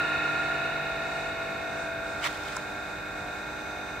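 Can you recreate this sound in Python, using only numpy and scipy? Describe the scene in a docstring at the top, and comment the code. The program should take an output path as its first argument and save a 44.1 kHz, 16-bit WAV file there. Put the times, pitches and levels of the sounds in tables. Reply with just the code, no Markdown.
"""A surface grinder idles in a workshop, heard from a spaced microphone pair that backs 0.6 m from the
wheel to the controls. Motor, pump and bearings sing in close, beating tones that shift among the wall
reflections; a clatter that repeats every belt turn rings the housings over a rush of air and a thin hiss.
At the controls a sleeve brushes the machine, its fibres catching and slipping, and a control clicks."""
import sys
import numpy as np
from scipy import signal
from scipy.fft import rfft, irfft
from scipy.io import wavfile
from scipy.ndimage import uniform_filter1d

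SR = 44100
rng = np.random.default_rng(int(sys.argv[2]) if len(sys.argv) > 2 else 0)


def output_pcm(signal):
    """Save a mono or channel-first signal as 16-bit PCM at the path in sys.argv[1].

    Samples are clipped to [-1, 1] before scaling.
    """
    pcm = np.clip(np.atleast_2d(signal).T, -1, 1) * 32767
    wavfile.write(sys.argv[1], SR, np.round(pcm).astype(np.int16))


N = 176400


def undb(db):
    """Decibels to amplitude."""
    return 10 ** (np.asarray(db) / 20)


def curve(rows, axis=1):
    """One column of a time table, sample by sample."""
    rows = np.array(rows)
    return np.interp(np.arange(N) / SR, rows[:, 0], rows[:, axis])


def pan(db):
    """Constant-power gains with the left microphone db above the right."""
    gains = undb(np.array([[db], [-db]]) / 2)
    return gains / np.sqrt(np.mean(gains ** 2))


def walk(rate):
    """Smooth random drift with a spread near 1 and rate new values a second."""
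    knots = rng.standard_normal(int(rate * N / SR) + 2)
    zigzag = np.interp(np.arange(N) / SR * rate, np.arange(len(knots)), knots)
    return uniform_filter1d(zigzag, int(SR / rate / 2)) * np.sqrt(2)


def response(points, size):
    """Gain at each FFT bin from rows of f/Hz, level/dB."""
    hz, db = np.array(points).T
    return undb(np.interp(np.log(np.fft.rfftfreq(size, 1 / SR) + 1), np.log(hz), db))


def colour(x, points):
    """Give white sound of rms 1 a spectrum of f/Hz, level/dB per Hz."""
    size = x.shape[-1]
    return irfft(rfft(x) * response(points, size) * np.sqrt(SR / 2), size)


# Stereo width at the microphones: f/Hz, side against middle/dB
WIDTH = [(60, -19), (250, -10), (700, -5), (3000, -5), (7500, 1), (11500, -5)]
def spread(pair):
    """Two unrelated sounds become left and right: alike in the bass, wider in the treble."""
    size = pair.shape[-1]
    mid, side = rfft(pair)
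    side = side * response(WIDTH, size)
    return irfft(np.array([mid + side, mid - side]), size)


PATH_M, MIC_SPACING_M = 0.61, 0.14
def tone(hz, db, pan_db, clock, way, walls_db=-16, count=4, lead_rad=0.25, flutter_db=.6):
    """A machine tone reaches one microphone first; wall reflections add and cancel along the way."""
    places = np.linspace(0, 1, 128)
    along, across, phase = rng.uniform(-1.015, 1, (3, count, 1, 1))
    mics_m = np.array([[1], [-1]]) * MIC_SPACING_M / 2
    wavenumber = 2 * np.pi * hz / 343
    direct = np.exp(1j * lead_rad * np.sign(mics_m) * rng.choice([-1, 1]))
    detour_m = (along + 1) * PATH_M * places + across * mics_m
    walls = np.exp(1j * (wavenumber * detour_m + np.pi * phase)).sum(0)
    field = direct + undb(walls_db) * walls / np.sqrt(count)
    field /= np.sqrt(np.mean(abs(field) ** 2, axis=1, keepdims=True))
    wave = np.exp(2j * np.pi * (hz * clock + rng.random())) * undb(db + flutter_db * walk(14))
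    heard = np.array([(np.interp(way, places, mic) * wave).real for mic in field])
    return np.sqrt(2) * pan(pan_db) * heard


# Machine tones, before trim: f/Hz, level at the wheel/dB, level at the controls/dB, left over right/dB
MACHINE_TONES = [(149,-47,-57,0), (196.5,-56,-55,-3), (248.3,-56,-56,-2), (297.9,-54,-55,-1),
                 (307.1,-46,-52,4), (347.6,-52,-58,4), (397.5,-53,-49.5,-4), (447,-57,-54,-2),
                 (479,-49,-64,-2), (496.6,-55,-53,4), (595.9,-52,-52.5,-5), (621.2,-52,-60,-2),
                 (763.5,-42,-54,0), (844.8,-51,-51,-9), (957,-49,-58,-8), (1070.5,-49.5,-58,-9),
                 (1120.3,-49,-57,-6), (1377.1,-38.5,-45.5,-4), (1414.8,-46,-57,0), (1426.8,-40,-52,-1),
                 (1434.7,-39,-53,1), (1446.7,-49,-50,-7), (1489.4,-50,-55,-6), (1506.4,-56,-55,0),
                 (1639.3,-52,-58,-6), (1734.3,-43,-55,-4), (1833.7,-41,-56,-3), (1863.5,-49,-57,-4),
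                 (2121.5,-49,-65,-4), (2161.7,-53,-59,-4), (2326,-52,-60,1), (2447.6,-51,-56,1),
                 (2479.3,-53,-50,4), (2546.9,-41,-61,-1), (2576.7,-42,-58,5), (2803.9,-48,-68,9),
                 (2833.7,-50,-66,7), (3607,-55,-60,5), (3646.7,-54,-57,9), (3706.2,-54,-62,-4),
                 (3745.9,-53,-62,2), (3904.2,-52,-69,-3), (4360,-61,-79,5), (4527,-69,-70,4),
                 (4920,-72,-71,4), (7278,-71,-74,-3)]
# Throbbing tones: the same four columns, then rate/Hz, crest t/s, swing at the controls/dB
THROBBING_TONES = [(716.4, -44.5, -52.5, 2, 1.9, 3.27, 8), (2191.5, -49, -56.5, 1, 9.93, 3.68, 7.5)]
# Five tones that are loud only in certain spots: f/Hz
LOCAL_HZ = (663.8, 1407, 1477, 1590.2, 6099)
# Their balance: left over right/dB
LOCAL_PANS_DB = (3, -2, -3, -6, 7)
# The same five as the microphones pass: t/s, then level/dB of each
LOCAL_LEVELS = [(0, -42.5, -32.5, -47, -51, -74), (.7, -41, -37.5, -44, -54, -69),
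                (1.28, -37.5, -44, -57, -59, -72), (1.8, -39, -48, -43, -45, -63),
                (2.1, -42, -45, -46, -43.5, -76), (2.4, -53, -49, -51, -46, -76),
                (3, -51, -50, -53, -46.5, -72), (3.6, -52, -49, -52, -48, -63)]
def hum(clock, way):
    """Motor, pump and bearings follow one shaft speed; two tones throb with motor slip or belt turn."""
    out = 0
    for hz, near, far, side in MACHINE_TONES:
        out += tone(hz, near + (far - near) * way, side, clock, way, walls_db=-10)
    for hz, near, far, side, rate, crest, depth in THROBBING_TONES:
        swell = depth * way * np.cos(2 * np.pi * rate * (clock - crest))
        out += tone(hz, near + (far - near) * way + swell, side, clock, way)
    out *= undb(np.interp(way, [0, 1], [0.5, -0.83]))  # trim from wheel to controls
    for k, hz in enumerate(LOCAL_HZ):
        out += tone(hz, curve(LOCAL_LEVELS, axis=k + 1), LOCAL_PANS_DB[k], clock, way)
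    return out


# Ring of the housings, at the wheel: f/Hz, level/dB per Hz
HOUSING_SPECTRUM = [(150, -120), (400, -73.5), (700, -71.5), (900, -70), (1300, -72.5), (1430, -69.5),
                    (1560, -69), (1880, -69.5), (2010, -78.5), (2160, -63), (2260, -78), (2550, -67),
                    (2700, -80), (2870, -75), (2960, -88), (3450, -84.5), (3650, -73), (3800, -81),
                    (3950, -68.5), (4100, -92), (4350, -78.5), (4520, -87.5), (8500, -100), (12000, -115)]
def belt_clatter(clock, way, belt_hz=9.931, patterns=4):
    """One belt turn of rattle repeats through the housings; its pattern changes with the place."""
    size = 2 * int(SR / belt_hz / 2)
    fine_size = size * 8  # oversampled to follow the wandering speed
    position = (clock * belt_hz % 1 * fine_size).astype(int) % fine_size
    out = 0
    for k in range(patterns):
        rattle = colour(spread(rng.standard_normal((2, size))), HOUSING_SPECTRUM)
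        turn = signal.resample(rattle, fine_size, axis=1)
        crossfade = np.cos(np.pi / 2 * np.clip(way * (patterns - 1) - k, -1, 1))
        out += crossfade * turn[:, position]
    return out * undb(-9 * way)


# Rush of air, before the rumble and treble gains: f/Hz, level/dB per Hz
RUSH_SPECTRUM = [(15, -107), (30, -86), (45, -71), (90, -71.5), (200, -76.5), (400, -80), (700, -71),
                 (1100, -78), (1500, -77.5), (2500, -91.5), (3100, -96.5), (3800, -88.5), (4800, -90.5),
                 (8500, -92), (10000, -110), (15000, -125)]
def air_rush(way, flicker_db=1.27):
    """Fan, wheel and oil rush; the rumble eases 1 dB with distance and the treble flickers."""
    rush = colour(spread(rng.standard_normal((2, N))), RUSH_SPECTRUM)
    rumble = signal.sosfiltfilt(signal.butter(2, 300, fs=SR, output="sos"), rush)
    treble = rush - rumble
    return rumble * undb(2 - way) + treble * undb(-4 + flicker_db * walk(11))


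# Thin hiss: f/Hz, level/dB per Hz
HISS_SPECTRUM = [(4000, -118), (10500, -113), (11500, -104), (15000, -107)]
def high_hiss():
    """An even hiss at the top, the same in every place."""
    return colour(spread(rng.standard_normal((2, N))), HISS_SPECTRUM)


def pressure(at, rise, hold, release):
    """Pressure of one sleeve stroke: exponential swell, hold, exponential release."""
    t = np.arange(N) / SR
    return np.exp(-np.maximum(at - t, 0) / rise - np.maximum(t - at - hold, 0) / release)


# Resonances of the scuff: starting f/Hz, level/dB
SCUFF_RESONANCES = [(2250, -34), (2950, -35.5)]
def scuff(hiss, at=2.241, fall_per_s=14, width_hz=340):
    """A bright scuff opens the first stroke; its resonances fall as the sleeve slows."""
    slowing = np.exp(-fall_per_s * np.maximum(np.arange(N) / SR - at, 0))
    lowpass = signal.butter(2, width_hz / 2, fs=SR, output="sos")
    out = hiss * undb(-2)
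    for hz, db in SCUFF_RESONANCES:
        band = signal.sosfilt(lowpass, rng.standard_normal(N) + 1j * rng.standard_normal(N))
        glide = np.exp(2j * np.pi * np.cumsum(hz * slowing) / SR)
        out += undb(db) * (band / band.real.std() * glide).real
    return out * pressure(at, rise=.008, hold=.007, release=.011)


# Dull body of the cloth, to the right: f/Hz, level/dB per Hz
CLOTH_BODY = [(200, -83), (600, -70), (1000, -58.5), (1300, -53), (1600, -62.5), (2000, -56), (2900, -73),
              (3600, -64.5), (6000, -100)]
# Hiss of the cloth, to the left: f/Hz, level/dB per Hz
CLOTH_HISS = [(600, -86), (2500, -74), (3600, -75.5), (5500, -81), (8500, -86.5), (11500, -98.5),
              (15000, -94)]
# Strokes by the controls: t/s, rise/s, hold/s, release/s, gain/dB, further gain of the body/dB
SLEEVE_STROKES = [(2.254, 0.015, 0.02, 0.0079, -1, -4), (2.295, 0.088, 0.022, 0.14, -7.5, -14),
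                  (2.478, 0.031, 0.03, 0.1, -9, -15)]
# The cloth snags and lets go: t/s, gain of the hiss/dB
CLOTH_SNAGS = [(2.2432, 6), (2.2728, 6)]
def sleeve(slips_per_s=12000, rustle_db=1.3, snag_decay_s=.0006):
    """Fibres catch and slip on the machine: a scuff, two snags and duller strokes with hiss on top."""
    t = np.arange(N) / SR
    slips = (rng.random((2, N)) < slips_per_s / SR) * rng.standard_normal((2, N))
    slips *= undb(1.5 * rng.standard_normal((2, N)))  # fibres differ in strength
    slips = spread(slips / slips.std())
    body = colour(slips, CLOTH_BODY) * pan(-9)
    hiss = colour(slips[:, ::-1], CLOTH_HISS) * pan(4)
    strokes = 0
    for *shape, db, body_db in SLEEVE_STROKES:
        strokes += pressure(*shape) * undb(db) * (hiss + undb(body_db) * body)
    strokes *= undb(rustle_db * walk(250))  # the cloth catches unevenly
    snags = sum(undb(db) * (t > at) * np.exp(-abs(t - at) / snag_decay_s) for at, db in CLOTH_SNAGS)
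    return strokes + hiss * snags + scuff(hiss)


# Contacts of the control: t/s, tick gain/dB, knock gain/dB
CONTACTS = [(2.5572, -39, -31), (2.5662, -24, -45), (2.5687, -25.5, -20)]
# Tick of the detent: f/Hz, level/dB per Hz
TICK_SPECTRUM = [(2000, -58), (4400, -56), (5300, -36), (6100, -49), (7000, -41), (7900, -44), (9200, -45),
                 (11000, -81), (15000, -55)]
# Modes of the control: f/Hz, relative level/dB, t60/s
KNOCK_MODES = [(1030, -3, .022), (1370, 0, .022)]
def control_click(tick_decay_s=0.0009, knock_rise_s=.0002):
    """The control ticks over its detent and knocks home."""
    out = 0
    for at, tick_db, knock_db in CONTACTS:
        age = np.maximum(np.arange(N) / SR - at, 0)
        burst = spread(rng.standard_normal((2, N))) * (age > 0) * np.exp(-age / tick_decay_s)
        ring = sum(undb(db - 60 * age / t60) * np.sin(2 * np.pi * hz * age)
                   for hz, db, t60 in KNOCK_MODES)
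        knock = ring * (1 - np.exp(-age / knock_rise_s))
        out += undb(tick_db) * colour(burst, TICK_SPECTRUM) + undb(knock_db) * knock
    return out


# Path of the microphones: t/s, way (0 at the wheel, 1 at the controls)
MIC_PATH = [(0, 0.029), (.5, 0.19), (1, 0.42), (1.5, 0.58), (2, 0.83), (2.5, 0.95), (3, 0.91), (4, 0.95)]
def scene():
    """The idling grinder, heard on the way to its controls, and the hand at work there."""
    way = np.clip(curve(MIC_PATH), 0, 1)
    clock = np.cumsum(1 + .00018 * walk(5)) / SR  # machine time/s: the shaft speed wanders slightly
    hiss = high_hiss()
    return hum(clock, way) + belt_clatter(clock, way) + air_rush(way) + hiss + sleeve() + control_click()


def record(dry):
    """The recorder cuts the top steeply above 15.6 kHz."""
    return signal.sosfilt(signal.ellip(10, .2, 80, 15600, fs=SR, output="sos"), dry)


dry = scene()
out = record(dry)
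output_pcm(out)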